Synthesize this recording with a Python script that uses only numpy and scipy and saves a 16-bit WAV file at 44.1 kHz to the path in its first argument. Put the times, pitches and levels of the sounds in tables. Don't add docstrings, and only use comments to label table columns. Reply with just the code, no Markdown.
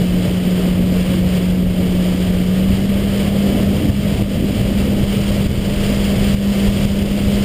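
import sys
import numpy as np
from scipy import signal
from scipy.fft import rfft, irfft, next_fast_len
from scipy.io import wavfile

SR = 44100
rng = np.random.default_rng(int(sys.argv[2]) if len(sys.argv) > 2 else 0)


def waveform_to_disk(signal):
    frames = np.transpose(np.atleast_2d(signal))
    scaled = np.clip(frames, -1, 1) * 32767
    samples = np.round(scaled).astype(np.int16)
    wavfile.write(sys.argv[1], SR, samples)


def to_linear_factor(level_db):
    exponent = np.asarray(level_db, float) / 20
    return 10 ** exponent


N = 328104

# time in seconds, firing rate in Hz, hum level in dB.
ENGINE_RUN = [(0, 180.4, -15.5), (.85, 181.7, -16), (1.2, 182.4, -16), (1.9, 181.4, -16.5),
              (2.44, 182, -16.5), (2.73, 192.3, -15.5), (3.04, 198.7, -17.5), (3.68, 198.0, -16),
              (3.8, 200.6, -20), (4.1, 198.5, -17), (4.56, 198.2, -18.8), (5.3, 200, -17),
              (5.52, 199.8, -20), (6.1, 200.2, -17.5), (6.45, 199.2, -13), (6.9, 199.4, -17),
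              (7.2, 200.7, -15.5), (7.44, 200.3, -14.5)]
# time of the main push in seconds, peak in dB, pitch in Hz, polarity (1 or -1), gain duck
# in dB.
WAVE_SLAMS = [(.017, -10, 140, 1, 1.5), (.279, -10, 130, -1, 1.2), (.379, -10, 130, -1, 1.2),
              (1.008, -12, 110, -1, 1.2), (1.272, -14, 86, 1, 1.5), (2.730, -11, 70, 1, 1.5),
              (3.281, -11, 110, -1, 1.5), (3.499, -11, 110, -1, 3.0), (3.647, -11, 120, 1, 1.5),
              (3.899, -6, 105, -1, 5.5), (4.221, -5, 115, -1, 6.5), (4.358, -8, 160, 1, 1.5),
              (4.611, -10, 130, 1, 1.2), (5.036, -8, 110, 1, 2.5), (5.465, -7, 70, -1, 5.0),
              (6.167, -9, 140, 1, 1.2), (6.345, -7, 100, -1, 6.5), (6.683, -12, 100, 1, 1.5),
              (6.849, -6, 75, 1, 3.5), (7.024, -11, 75, 1, 2.5), (7.117, -10, 110, -1, 1.2),
              (7.218, -10, 90, 1, 1.2)]


def engine():
    # multiple of the firing rate, level in dB under the hum.
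    overtones = [(2, -30), (3, -35)]
    firing_hz, hum_db = in_time(ENGINE_RUN)
    phase = 2 * np.pi * np.cumsum(firing_hz + 0.4 * drift(5.7)) / SR
    tone = np.sin(phase)
    for multiple, level_db in overtones:
        overtone_db = level_db + 2 * housing_db(multiple * firing_hz) + 5.9 * drift(2.8)
        overtone_phase = round(multiple) * phase + 0.62 * drift(3.5)
        tone += to_linear_factor(overtone_db) * np.sin(overtone_phase)
    return np.sqrt(2) * to_linear_factor(hum_db + 0.88 * drift(16.0)) * tone


def slams():
    out, t = np.zeros(N), np.arange(N) / SR
    for s, peak_db, pitch_hz, polarity, duck_db in WAVE_SLAMS:
        near = slice(max(round((s - .03) * SR), 0), round((s + .03) * SR))
        cycles = (t[near] - s) * pitch_hz
        envelope = np.exp(-((cycles - .2) / .55) ** 2)
        out[near] += np.sign(polarity) * to_linear_factor(peak_db) * np.cos(2 * np.pi * cycles) * envelope
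    return out


def drumming(faster_hz, keel_db):
    # frequency in Hz, level in dB per Hz.
    spectrum = [(40, -7), (65, -5.5), (90, -0.5), (150, -3), (195, -8.5), (250, -14.5), (350, -25)]
    level_db = -24 + 0.13 * faster_hz + keel_db
    return to_linear_factor(level_db) * turbulence(spectrum, shared_db=-0.2, own_db=0.7, rate=10.0, count=2)


def boom(faster_hz, bow_db, wind_db):
    # frequency in Hz, level in dB per Hz.
    spectrum = [(140, -7), (195, -5), (235, -3.5), (320, -9), (400, -24), (550, -25)]
    level_db = -26 - 0.0035 * faster_hz + bow_db - 0.43 * wind_db
    return to_linear_factor(level_db) * turbulence(spectrum, shared_db=1.7, own_db=1.6, rate=8.6, count=2)


def wash(faster_hz, wake_db, bow_db):
    # frequency in Hz, level in dB per Hz.
    spectrum = [(220, -24), (330, -1.5), (400, -0.3), (560, -3), (680, -8.5), (900, -20.5), (1300, -29.5)]
    level_db = -28 + 0.0685 * faster_hz + 0.59 * wake_db + 0.17 * bow_db
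    return to_linear_factor(level_db) * turbulence(spectrum, shared_db=.9, own_db=0.4, rate=8.6, count=3)


def spray(sheet_db, wind_db):
    # frequency in Hz, level in dB per Hz.
    spectrum = [(300, -57), (700, -17), (1000, -10.5), (1520, -10.5), (2500, -6), (3600, -10.5),
                (4250, -16), (5300, -18), (5900, -24), (6600, -38), (7500, -60)]
    level_db = -32 + sheet_db + 0.46 * wind_db
    top_db = 0.55 * wind_db + 0.25 * sheet_db
    hiss = turbulence(spectrum, shared_db=.75, own_db=.45, rate=28.0, count=6, top_db=top_db)
    return to_linear_factor(level_db) * hiss


def buffet(wind_db):
    # frequency in Hz, level in dB per Hz.
    spectrum = [(10, -30), (20, 5), (40, 6.5), (60, 6), (85, 2), (130, -37)]
    return to_linear_factor(-25 + wind_db) * turbulence(spectrum, shared_db=1.7, own_db=0.0, rate=8.8, count=2)


def headwind():
    # time in seconds, strength in dB over calm.
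    strength = [(0, 2), (.4, -3), (1.7, 0), (3.0, -1.5), (4.3, 0), (5.0, 1.5), (6.0, 3), (6.9, 4),
                (7.44, 2)]
    return in_time(strength)[0]


def swells():
    # centre in seconds, length in seconds, strength in dB, bow share (0 keel to 1 bow).
    meetings = [(.7, 0.23, 3.5, 0.74), (1.2, .3, 2.5, 0.24), (1.45, .15, 2.2, 1), (1.9, 0.12, 4.9, 0.52),
                (2.7, 0.24, 1.1, .1), (3.25, 0.13, 2.2, .1), (3.6, 0.28, 6.1, .9), (4.1, 0.36, 6.4, 0.34),
                (4.55, 0.42, 7.8, 0.67), (5.0, 0.14, 2.3, 0.41), (5.5, 0.16, 5.8, .05),
                (5.85, 0.16, 2.4, 0.89), (6.25, .2, 1.2, 0.54), (6.8, 0.14, 2.6, .2),
                (7.25, 0.24, 5.6, 0.64)]
    s, length, strength_db, bow = np.transpose(meetings)
    keel_db = bumps(s, length, strength_db * (1 - bow))
    bow_db = bumps(s, length, strength_db * bow)
    return keel_db, bow_db


def sheets():
    # centre in seconds, length in seconds, swing in dB (below zero: hull lifts clear).
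    throws = [(0.26, 0.044, 2.5), (0.518, 0.2, 3), (0.817, .07, -1.5), (1.038, 0.13, 2.5),
              (1.144, 0.025, 1.5), (1.225, 0.035, -1.5), (1.343, 0.063, 3.5), (1.657, 0.11, -4),
              (2.2, 0.15, .5), (2.757, 0.053, 2.5), (3.2, 0.16, 2.5), (3.52, 0.13, 3), (3.68, 0.12, 1.5),
              (4.046, 0.25, 2), (4.36, .04, 1.5), (4.6, 0.17, 1.5), (4.805, 0.038, 1.5), (5.0, .05, -0.5),
              (5.127, 0.039, 2.5), (5.293, .15, 1), (5.88, 0.13, 2), (6.102, 0.05, 1), (6.272, .1, 2.5),
              (6.587, 0.15, 2), (6.82, .06, 0.5), (7.1, .1, .5), (7.4, 0.17, 2)]
    s, length, swing_db = np.transpose(throws)
    return bumps(s, length, swing_db), bumps(s, 1.3 * length, swing_db)


def housing_db(hz):
    # centre in Hz, width in Hz, boost in dB.
    modes = [(611, 56, 3), (1205, 140, 1.5), (2260, 500, 1), (2477, 190, -4.5), (3033, 430, 4.5),
             (3290, 310, 2), (3690, 180, -4), (3860, 160, 0.5), (4856, 780, 7)]
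    return sum(boost_db / (1 + (2 * (hz - peak_hz) / width) ** 2) for peak_hz, width, boost_db in modes)


def turbulence(spectrum, shared_db, own_db, rate, count, top_db=0):
    size = next_fast_len(N)
    hz = np.maximum(np.arange(size // 2 + 1) * SR / size, 1)
    points = np.array(spectrum)
    colour_db = np.interp(np.log(hz), np.log(points[:, 0]), points[:, 1], left=-90, right=-90)
    noise = rfft(rng.standard_normal(size)) * to_linear_factor(colour_db + housing_db(hz))
    place = np.interp(np.log(hz), np.log(points[[1, -2], 0]), [0, count - 1])
    together, out = drift(rate), np.zeros(N)
    for k in range(count):
        share = np.clip(1 - np.abs(place - k), 0, 1)
        band = irfft(noise * share, size)[:N]
        tilt_db = top_db * (k / (count - 1)) ** 3
        out += band * to_linear_factor(shared_db * together + own_db * drift(rate) + tilt_db)
    return rms_one(out)


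def drift(rate):
    r = np.exp(-80 * np.pi * rate / SR)
    noise = rng.standard_normal(N // 40 + 2002)
    slow = signal.lfilter([1], [1, -2 * r, r * r], noise)[2000:]
    return np.interp(np.arange(N) / 40, np.arange(len(slow)), rms_one(slow))


def bumps(s, length, swing_db):
    t = np.arange(0, N + 64, 64) / SR
    total = sum(d * np.exp(-((t - a) / w) ** 2) for a, w, d in zip(s, length, swing_db))
    return np.interp(np.arange(N) / SR, t, total)


def in_time(rows):
    s, *columns = np.transpose(rows)
    return [np.interp(np.arange(N) / SR, s, c) for c in columns]


def rms_one(x):
    return x / np.sqrt(np.mean(x ** 2) + 1e-20)


def scene():
    faster_hz = in_time(ENGINE_RUN)[0] - 181
    wind_db = headwind()
    keel_db, bow_db = swells()
    sheet_db, wake_db = sheets()
    hull = drumming(faster_hz, keel_db) + boom(faster_hz, bow_db, wind_db)
    water = wash(faster_hz, wake_db, bow_db) + spray(sheet_db, wind_db)
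    return (engine() + slams() + hull + water + buffet(wind_db))[None]


def gain_control():
    attack_s, release_s = .0015, .14
    t, gain_db = np.arange(N) / SR, np.zeros(N)
    for s, peak_db, pitch_hz, polarity, duck_db in WAVE_SLAMS:
        since = np.maximum(t - s - 3 * attack_s, 0)
        gain_db -= duck_db * (1 - np.exp(-since / attack_s)) * np.exp(-since / release_s)
    return to_linear_factor(gain_db)


def held_samples(x):
    slow = signal.resample_poly(x, 160, 147, axis=1)[:, ::4]
    return signal.resample_poly(np.repeat(slow, 4, axis=1), 147, 160, axis=1)[:, :N]


def band_limit(x):
    return signal.sosfilt(signal.butter(12, 16610, fs=SR, output="sos"), x)


def record(dry):
    held = held_samples(dry * gain_control())
    top_cut = signal.ellip(14, .2, 80, 15270, fs=SR, output="sos")
    mix = signal.sosfilt(top_cut, held)
    return band_limit(mix)


dry = scene()
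out = record(dry)
waveform_to_disk(out)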